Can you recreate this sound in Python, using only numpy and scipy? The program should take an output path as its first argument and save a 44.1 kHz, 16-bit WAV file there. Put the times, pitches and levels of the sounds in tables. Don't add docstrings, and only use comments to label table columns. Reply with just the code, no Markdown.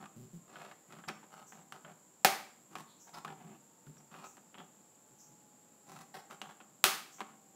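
import sys
import numpy as np
from scipy import signal
from scipy.fft import rfft, irfft, next_fast_len
from scipy.io import wavfile
from scipy.ndimage import uniform_filter1d

SR = 44100
rng = np.random.default_rng(int(sys.argv[2]) if len(sys.argv) > 2 else 0)


def put_to_file(sound):
    columns = np.atleast_2d(sound).T
    safe = np.clip(columns, -1, 1)
    whole_steps = np.round(safe * 32767)
    wavfile.write(sys.argv[1], SR, whole_steps.astype(np.int16))


N = 332955
TIME = np.arange(N) / SR

# (frequency [Hz], level [dB])
ROOM_NOISE_SPECTRUM = [(25, -46.5), (60, -27.5), (100, -13), (150, -1), (230, 1), (330, -5), (500, -6),
                       (800, -8.5), (1200, -12.5), (2000, -19.5), (4000, -22), (8000, -22), (13000, -21.5),
                       (15500, -27)]
# (time [s], level [dB])
WHINE_LEVEL = [(0, -75.5), (2.8, -79), (3.698, -70.5), (4.702, -79.5), (5.8, -69), (6.7, -73), (7.55, -67)]
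# (frequency [Hz], level [dB])
TRILL_SPECTRUM = [(5000, -40.5), (6400, -18), (6850, -4.5), (7200, -2.5), (7400, -3.5), (7600, 2.5),
                  (7800, -8.5), (8100, -16), (9000, -39.5)]
# (time [s], centre frequency [Hz], level [dB])
CHIRP_EVENTS = [(1.46, 6800, -60.5), (2.87, 3830, -68), (2.989, 6600, -61), (4.24, 6900, -60),
                (5.18, 6430, -61), (7.11, 6800, -59.5)]
# (start [s], length [s], scrape level [dB], scrape treble tilt [dB], skin rub level [dB])
STROKES = [(0, 0.038, -57.5, -13, -58.5), (0.478, 0.23, -57, -4.5, -72), (.88, .13, -63.5, -4, -64),
           (1.075, 0.014, -46, -7, -55), (1.301, 0.12, -60, -2.5, -73), (1.516, 0.097, -62.5, -4, -68),
           (1.725, 0.041, -59, -2.5, -71), (1.837, .08, -60, -18, -66.5), (2.705, .05, -65.5, 3, -63),
           (2.764, 0.043, -54, 2, -61), (3.071, 0.015, -59, -2, -77), (3.127, 0.066, -51.5, 0, -66),
           (3.241, 0.079, -55.5, -10, -61), (3.369, 0.18, -65.5, -17.5, -61.5),
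           (3.949, 0.057, -71, -4, -68.5), (4.105, 0.101, -61, -3, -65.5), (4.213, 0.039, -52.5, -3.5, -69),
           (4.573, 0.045, -55, -20, -60), (5.866, .15, -58, 4, -64), (6.137, 0.047, -52.5, -1.5, -70.5),
           (6.299, 0.03, -53.5, -0.5, -65), (6.425, 0.088, -58.5, -5, -70), (7.22, 0.11, -69, -11, -71)]
# (frequency [Hz], level [dB])
SCRAPE_SPECTRUM = [(150, -25), (300, -6.5), (550, -2.5), (800, 3.5), (1350, 1.5), (1900, -6.5), (3300, -10),
                   (5000, -13), (8000, -16.5), (15000, -22.5)]
# (frequency [Hz], level [dB])
RUB_SPECTRUM = [(30, -24.5), (90, -20.5), (150, 5.5), (220, 0.5), (330, -4.5), (500, -19.5), (900, -37)]
# (time [s], strength [dB], treble tilt [dB], contact ring [Hz], rebound relative to the tick [dB])
TICK_EVENTS = [(0.041, -29, -8, 1400, -15), (0.057, -25.5, -5, 1220, -11), (0.557, -22, -17, 1460, -9),
               (0.615, -25, -40, 2000, -14), (0.713, -23.5, -18, 1900, -8), (0.924, -24.5, -2, 1190, 1),
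               (0.967, -33, -10, 1390, -2), (0.994, -33.5, -18, 1280, -14), (1.038, -25, -19, 1570, -3),
               (1.086, -11.5, -3.5, 2260, -3.5), (1.09, -15, -3, 1560, 2.5), (1.23, -31.5, -30, 895, 4),
               (1.522, -24.5, -46, 1660, -3.5), (1.723, -17.5, -1.5, 1410, -22),
               (1.848, -22.5, -27.5, 1480, -19), (2.25, -6, -4.5, 760, -13), (2.754, -13.5, -4.5, 1150, -4),
               (3.248, -15.5, -4.5, 1150, -11), (3.279, -22, -9, 1720, -5), (3.867, -35, -2, 1440, -6),
               (4.14, -24.5, -28, 1280, 0.5), (4.369, -31, 0, 864, 3), (4.543, -24, -24, 3230, -0.5),
               (4.583, -24.5, -9, 3330, -10), (5.965, -26, -7, 1280, -8), (6.151, -33, -7, 907, -16),
               (6.309, -22.5, -3, 1270, -18), (6.416, -13, -4, 2970, -9.5), (6.603, -25, -16.5, 1250, 0.5),
               (7.184, -28.5, -17, 1090, 4.5), (7.205, -11, -7, 1030, -1.5)]
# (frequency [Hz], level [dB])
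KNOCK_SPECTRUM = [(40, -29.5), (100, -17.5), (160, 0.5), (300, 4.5), (500, -2), (800, 2.5), (1300, 3.5),
                  (2100, -2), (3400, -3.5), (4500, -6), (8000, -6.5), (15000, -18.5)]
# (time [s], length [s], mean slip rate [1/s], strength [dB])
JUDDER_EVENTS = [(0.16, 0.1, 122, -7.5), (0.33, 0.046, 179, -9.5), (3.866, 0.04, 130, -10.5),
                 (5.11, 0.035, 130, -23.5), (5.287, 0.05, 132, -24.5)]
# (frequency [Hz], level [dB])
JUDDER_SPECTRUM = [(30, -16), (90, -7.5), (150, 3), (220, -1), (330, -11.5), (500, -20), (900, -37)]
# (time [s], length [s], pitch [Hz], level [dB])
SQUEAK_EVENTS = [(1.079, 0.014, 5400, -48), (3.133, 0.026, 5000, -55), (3.972, 0.026, 5720, -65),
                 (4.574, 0.048, 3260, -62)]
# (time [s], strength [dB], rattle relative to the crack [dB],
# send to the room relative to the strength [dB], rebound relative to the snap [dB])
SNAP_EVENTS = [(2.2475, 8.5, 3, -5.5, -17), (6.8407, 7.5, -4.5, -2.5, -16.5)]
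# (frequency [Hz], level [dB])
SNAP_SPECTRA = [
    [(40, -35.5), (100, -28.5), (160, -11.5), (400, -10.5), (540, -7.5), (780, -0.5), (1250, -3),
     (1800, -3), (2250, -1.5), (2900, -7.5), (5000, -8), (8500, -13), (12000, -14), (15500, -17)],
    [(40, -43.5), (100, -42), (160, -12.5), (400, -11), (550, -13), (780, -6.5), (1250, 2), (1850, -2),
     (2700, -1), (5000, -4), (9000, -8), (13000, -10), (15500, -11)],
]
# (frequency [Hz], width [Hz], level [dB])
PANEL_MODES = [(156, 16, -1), (210, 12, 6.5), (327, 16, -1.5), (386, 18, 3.5), (590.4, 12, 8),
               (653, 18, -8.5), (760, 56, 4.5), (880, 8.3, -10), (1095, 3.8, -5.5), (1187, 18, -4),
               (1270, 18, 1), (1640, 19, -10.5)]
# (frequency [Hz], decay time [s])
ROOM_DECAY = [(100, .55), (800, 0.45), (2000, 0.46), (5000, 0.44), (12000, 0.39)]

WHINE_HZ, WHINE_HALVING_S = 1093, 18.4
PRESS_SHARE, LET_GO_S = .25, .03
HITCH_GAP_S, HITCH_HZ = .04, 1450
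HITCH_DB, HITCH_SPREAD_DB = -37, 2.5
TICK_REBOUND_S, TICK_REBOUND_HZ = .009, 220
SNAP_REBOUND_S, SNAP_REBOUND_HZ = .0175, 385
CUTOFF_HZ = 15600


def from_db(db):
    return 10 ** (np.asarray(db) / 20)


def rms_one(x):
    return x / np.sqrt(np.mean(x ** 2) + 1e-20)


def unit_energy(x):
    return x / np.sqrt(np.sum(x ** 2) + 1e-20)


def at_hz(points, hz):
    points = np.array(points)
    return np.interp(np.log(np.maximum(hz, 1)), np.log(points[:, 0]), points[:, 1])


def add(track, s, sound):
    start = max(round(s * SR), 0)
    track[..., start:start + sound.shape[-1]] += sound[..., :N - start]


def coloured(x, spectrum):
    size = 2 * next_fast_len(len(x) // 2 + 1)
    level_db = at_hz(spectrum, np.fft.rfftfreq(size, 1 / SR))
    cepstrum = irfft(np.log(from_db(level_db)))
    cepstrum[1:size // 2] *= 2
    cepstrum[size // 2 + 1:] = 0
    response = np.exp(rfft(cepstrum))
    return irfft(rfft(x, size) * response)[:len(x)]


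def tilted(x, thud_db, edge_db):
    return coloured(x, [(300, thud_db), (700, 0.0059), (3000, 0), (6000, edge_db)])


def evened(x):
    power = uniform_filter1d(np.abs(rfft(x)) ** 2, size=len(x) // 200)
    correction_db = 10 * np.log10(power.mean() / power)
    hz = np.fft.rfftfreq(len(x), 1 / SR)
    return coloured(x, np.column_stack([hz, correction_db])[1:])


def noise(spectrum):
    return rms_one(coloured(rng.standard_normal(N), spectrum))


def drift(rate):
    return rms_one(np.interp(TIME * rate, np.arange(N), rng.standard_normal(N)))


def resonate(x, hz, width_hz):
    r = np.exp(-np.pi * width_hz / SR)
    zeros = np.array([1, 0, -1]) * (1 - r * r) / 2
    poles = [1, -2 * r * np.cos(2 * np.pi * hz / SR), r * r]
    return signal.lfilter(zeros, poles, np.asarray(x) + 1e-18)


def blow(crack_t60, rattle_t60, rattle_db, click_db, travel_s, size=8192):
    t, hz = TIME[:size], np.fft.rfftfreq(size, 1 / SR)
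    crack = unit_energy(rng.standard_normal(size) * from_db(-60 * t / crack_t60))
    rattle = unit_energy(rng.standard_normal(size) * from_db(-60 * t / rattle_t60))
    wave = evened(from_db(click_db) * (t == 0) + crack) + from_db(rattle_db) * rattle
    lag = 4 * np.pi * travel_s * np.sqrt(1000 * hz)
    return irfft(rfft(wave) * np.exp(-1j * lag))


def knock(db, thud_db, edge_db, hz, ring_db=9, ring_width=.17, overtone=2.1, overtone_db=3.0, room_db=-9):
    tick = blow(crack_t60=0.022, rattle_t60=.05, rattle_db=-5, click_db=-6, travel_s=.0006, size=4096)
    click = from_db(room_db) * (TIME[:len(tick)] == 0)
    waves = [tilted(coloured(wave, KNOCK_SPECTRUM), thud_db, edge_db) for wave in (unit_energy(tick), click)]
    width_hz = ring_width * hz
    ring = from_db(ring_db) * resonate(waves, hz, width_hz)
    upper_ring = from_db(overtone_db) * resonate(waves, overtone * hz, width_hz)
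    return from_db(db) * (waves + (ring + upper_ring))


def room_noise():
    return from_db(-66.5) * noise(ROOM_NOISE_SPECTRUM)


def hum(hum_hz=318, hum_db=-80, waver_db=3):
    phase = 2 * np.pi * np.cumsum(hum_hz * (1 + 0.0093 * drift(25))) / SR
    return np.sin(phase) * from_db(hum_db + waver_db * drift(12))


def whine(waver_db=3):
    s, db = np.transpose(WHINE_LEVEL)
    hz = WHINE_HZ / (1 + TIME / WHINE_HALVING_S)
    phase = 2 * np.pi * np.cumsum(hz * (1 + 0.0066 * drift(25))) / SR
    return np.sin(phase) * from_db(np.interp(TIME, s, db) + waver_db * drift(10))


def insects(pulses_per_s=54.7, sweep_hz=260, tone_db=-72, hiss_db=-68.0, chirp_rise_s=0.036):
    stroke = 2 * np.pi * np.cumsum(pulses_per_s * (1 + 0.0073 * drift(3))) / SR
    pitch = 7380 + sweep_hz * np.cos(stroke) + 130 * drift(900)
    tone = (1 + np.sin(stroke)) * np.sin(2 * np.pi * np.cumsum(pitch) / SR)
    out = from_db(tone_db) * tone + from_db(hiss_db) * noise(TRILL_SPECTRUM)
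    for s, hz, db in CHIRP_EVENTS:
        age = np.maximum(TIME - s, 0) / chirp_rise_s
        swell = age * np.exp(1 - age)
        rasp = noise([(hz * 0.64, -35), (hz * 0.82, -7), (hz, 0), (hz * 1.2, -5),
                      (hz * 1.23, -26), (hz * 2, -17), (hz * 4.0, -26)])
        out += from_db(db) * swell * rasp
    return out


def slides(grains_per_s=320, spread_db=4, smooth_db=-11):
    out = np.zeros(N)
    age = TIME[:2 ** 14]
    size = len(age)
    for start, length, scrape_db, edge_db, rub_db in STROKES:
        press = np.sqrt(age / (PRESS_SHARE * length))
        release = 1 - (age - length) / LET_GO_S
        pressure = np.clip(np.minimum(press, release), 0, 1)
        strengths = from_db(spread_db * np.minimum(rng.exponential(1, size), 3))
        catches = strengths * rng.choice([-1, 1], size) * (rng.random(size) < grains_per_s / SR)
        shell = blow(crack_t60=.015, rattle_t60=.05, rattle_db=-4, click_db=-6, travel_s=.0006)
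        grains = rms_one(signal.fftconvolve(catches, shell)[:size])
        grains += from_db(smooth_db) * rng.standard_normal(size)
        scrape = rms_one(tilted(coloured(grains, SCRAPE_SPECTRUM), 0, edge_db))
        rub = rms_one(coloured(rng.standard_normal(size), RUB_SPECTRUM))
        add(out, start, pressure * (from_db(scrape_db) * scrape + from_db(rub_db) * rub))
    return out


def hitches(thud_db=-8, edge_db=-8, pitch_spread=.15, count=10):
    out = np.zeros((2, N))
    for start, length, *_ in STROKES:
        ages = PRESS_SHARE * length + HITCH_GAP_S * (np.arange(count) + rng.random(count))
        strengths = rng.standard_normal(count)
        hz = HITCH_HZ * np.exp(pitch_spread * rng.standard_normal())
        hitch = knock(HITCH_DB, thud_db, edge_db, hz)
        for age, strength in zip(ages[ages < length], strengths):
            add(out, start + age, from_db(HITCH_SPREAD_DB * strength) * hitch)
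    return out


def ticks(thud_db=-7):
    out = np.zeros((2, N))
    for s, db, edge_db, hz, _ in TICK_EVENTS:
        add(out, s, knock(db, thud_db, edge_db, hz))
    return out


def rebounds(thud_db=0, edge_db=-15, ring_db=7, ring_width=0.22):
    out = np.zeros((2, N))
    after_snap = (SNAP_EVENTS, SNAP_REBOUND_S, SNAP_REBOUND_HZ)
    after_tick = (TICK_EVENTS, TICK_REBOUND_S, TICK_REBOUND_HZ)
    for table, delay_s, hz in (after_snap, after_tick):
        for s, db, *_, rebound_db in table:
            add(out, s + delay_s, knock(db + rebound_db, thud_db, edge_db, hz, ring_db, ring_width))
    return out


def judders(jitter=0.069):
    out, unevenness = np.zeros(N), drift(120)
    for s, length, per_s, db in JUDDER_EVENTS:
        cycles = np.cumsum(per_s * (1 + jitter * unevenness)) / SR
        slips = np.diff(np.floor(cycles), prepend=0)
        out += slips * ((TIME > s) & (TIME < s + length)) * from_db(db)
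    return coloured(out, JUDDER_SPECTRUM)


def squeaks(width_hz=220):
    out = np.zeros(N)
    for s, length, hz, db in SQUEAK_EVENTS:
        size = int(length * SR)
        song = rms_one(resonate(rng.standard_normal(size), hz, width_hz))
        add(out, s, from_db(db) * np.hanning(size) * song)
    return out


def snaps(click_db=1, tip_db=-9):
    direct, sent = np.zeros(N), np.zeros(N)
    for (s, db, rattle_db, room_db, _), spectrum in zip(SNAP_EVENTS, SNAP_SPECTRA):
        pop = blow(crack_t60=0.0041, rattle_t60=0.11, rattle_db=rattle_db, click_db=click_db, travel_s=.0008)
        t = TIME[:len(pop)]
        click = 1.0 * (t == 0)
        burst = rng.standard_normal(len(pop)) * from_db(-60 * t / .006)
        tip = unit_energy(resonate(burst, 18000, 5000))
        body = unit_energy(coloured(pop, spectrum))
        add(direct, s, from_db(db) * (body + from_db(tip_db) * tip))
        add(sent, s, from_db(db + room_db) * unit_energy(coloured(click, spectrum)))
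    return np.array([direct, sent])


def panel(x):
    return x + sum(from_db(db) * resonate(x, hz, width) for hz, width, db in PANEL_MODES)


def room(x, build_s=0.0026, size=40000):
    t, hz = TIME[:size], np.fft.rfftfreq(size, 1 / SR)
    white = rfft(rng.standard_normal(size))
    centres = [row[0] for row in ROOM_DECAY]
    tail = 0
    for share, (_, t60) in zip(np.eye(len(centres)), ROOM_DECAY):
        band = irfft(white * at_hz(list(zip(centres, share)), hz))
        tail = tail + band * from_db(-60 * t / t60)
    echoes = unit_energy(tail * (1 - np.exp(-t / build_s)))
    return signal.fftconvolve(x, echoes)[:N]


def scene():
    knocks, sent = snaps() + ticks() + rebounds() + hitches()
    rubbing = slides() + judders() + squeaks()
    echoes = room(sent + from_db(-7.5) * rubbing)
    handling = panel(knocks + rubbing + echoes)
    background = whine() + hum() + room_noise()
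    return (handling + insects() + background)[None]


def record(dry, top=0.73):
    steep = signal.ellip(10, .1, 80, CUTOFF_HZ, fs=SR, output="sos")
    return signal.sosfilt(steep, top * np.tanh(dry / top))


dry = scene()
out = record(dry)
put_to_file(out)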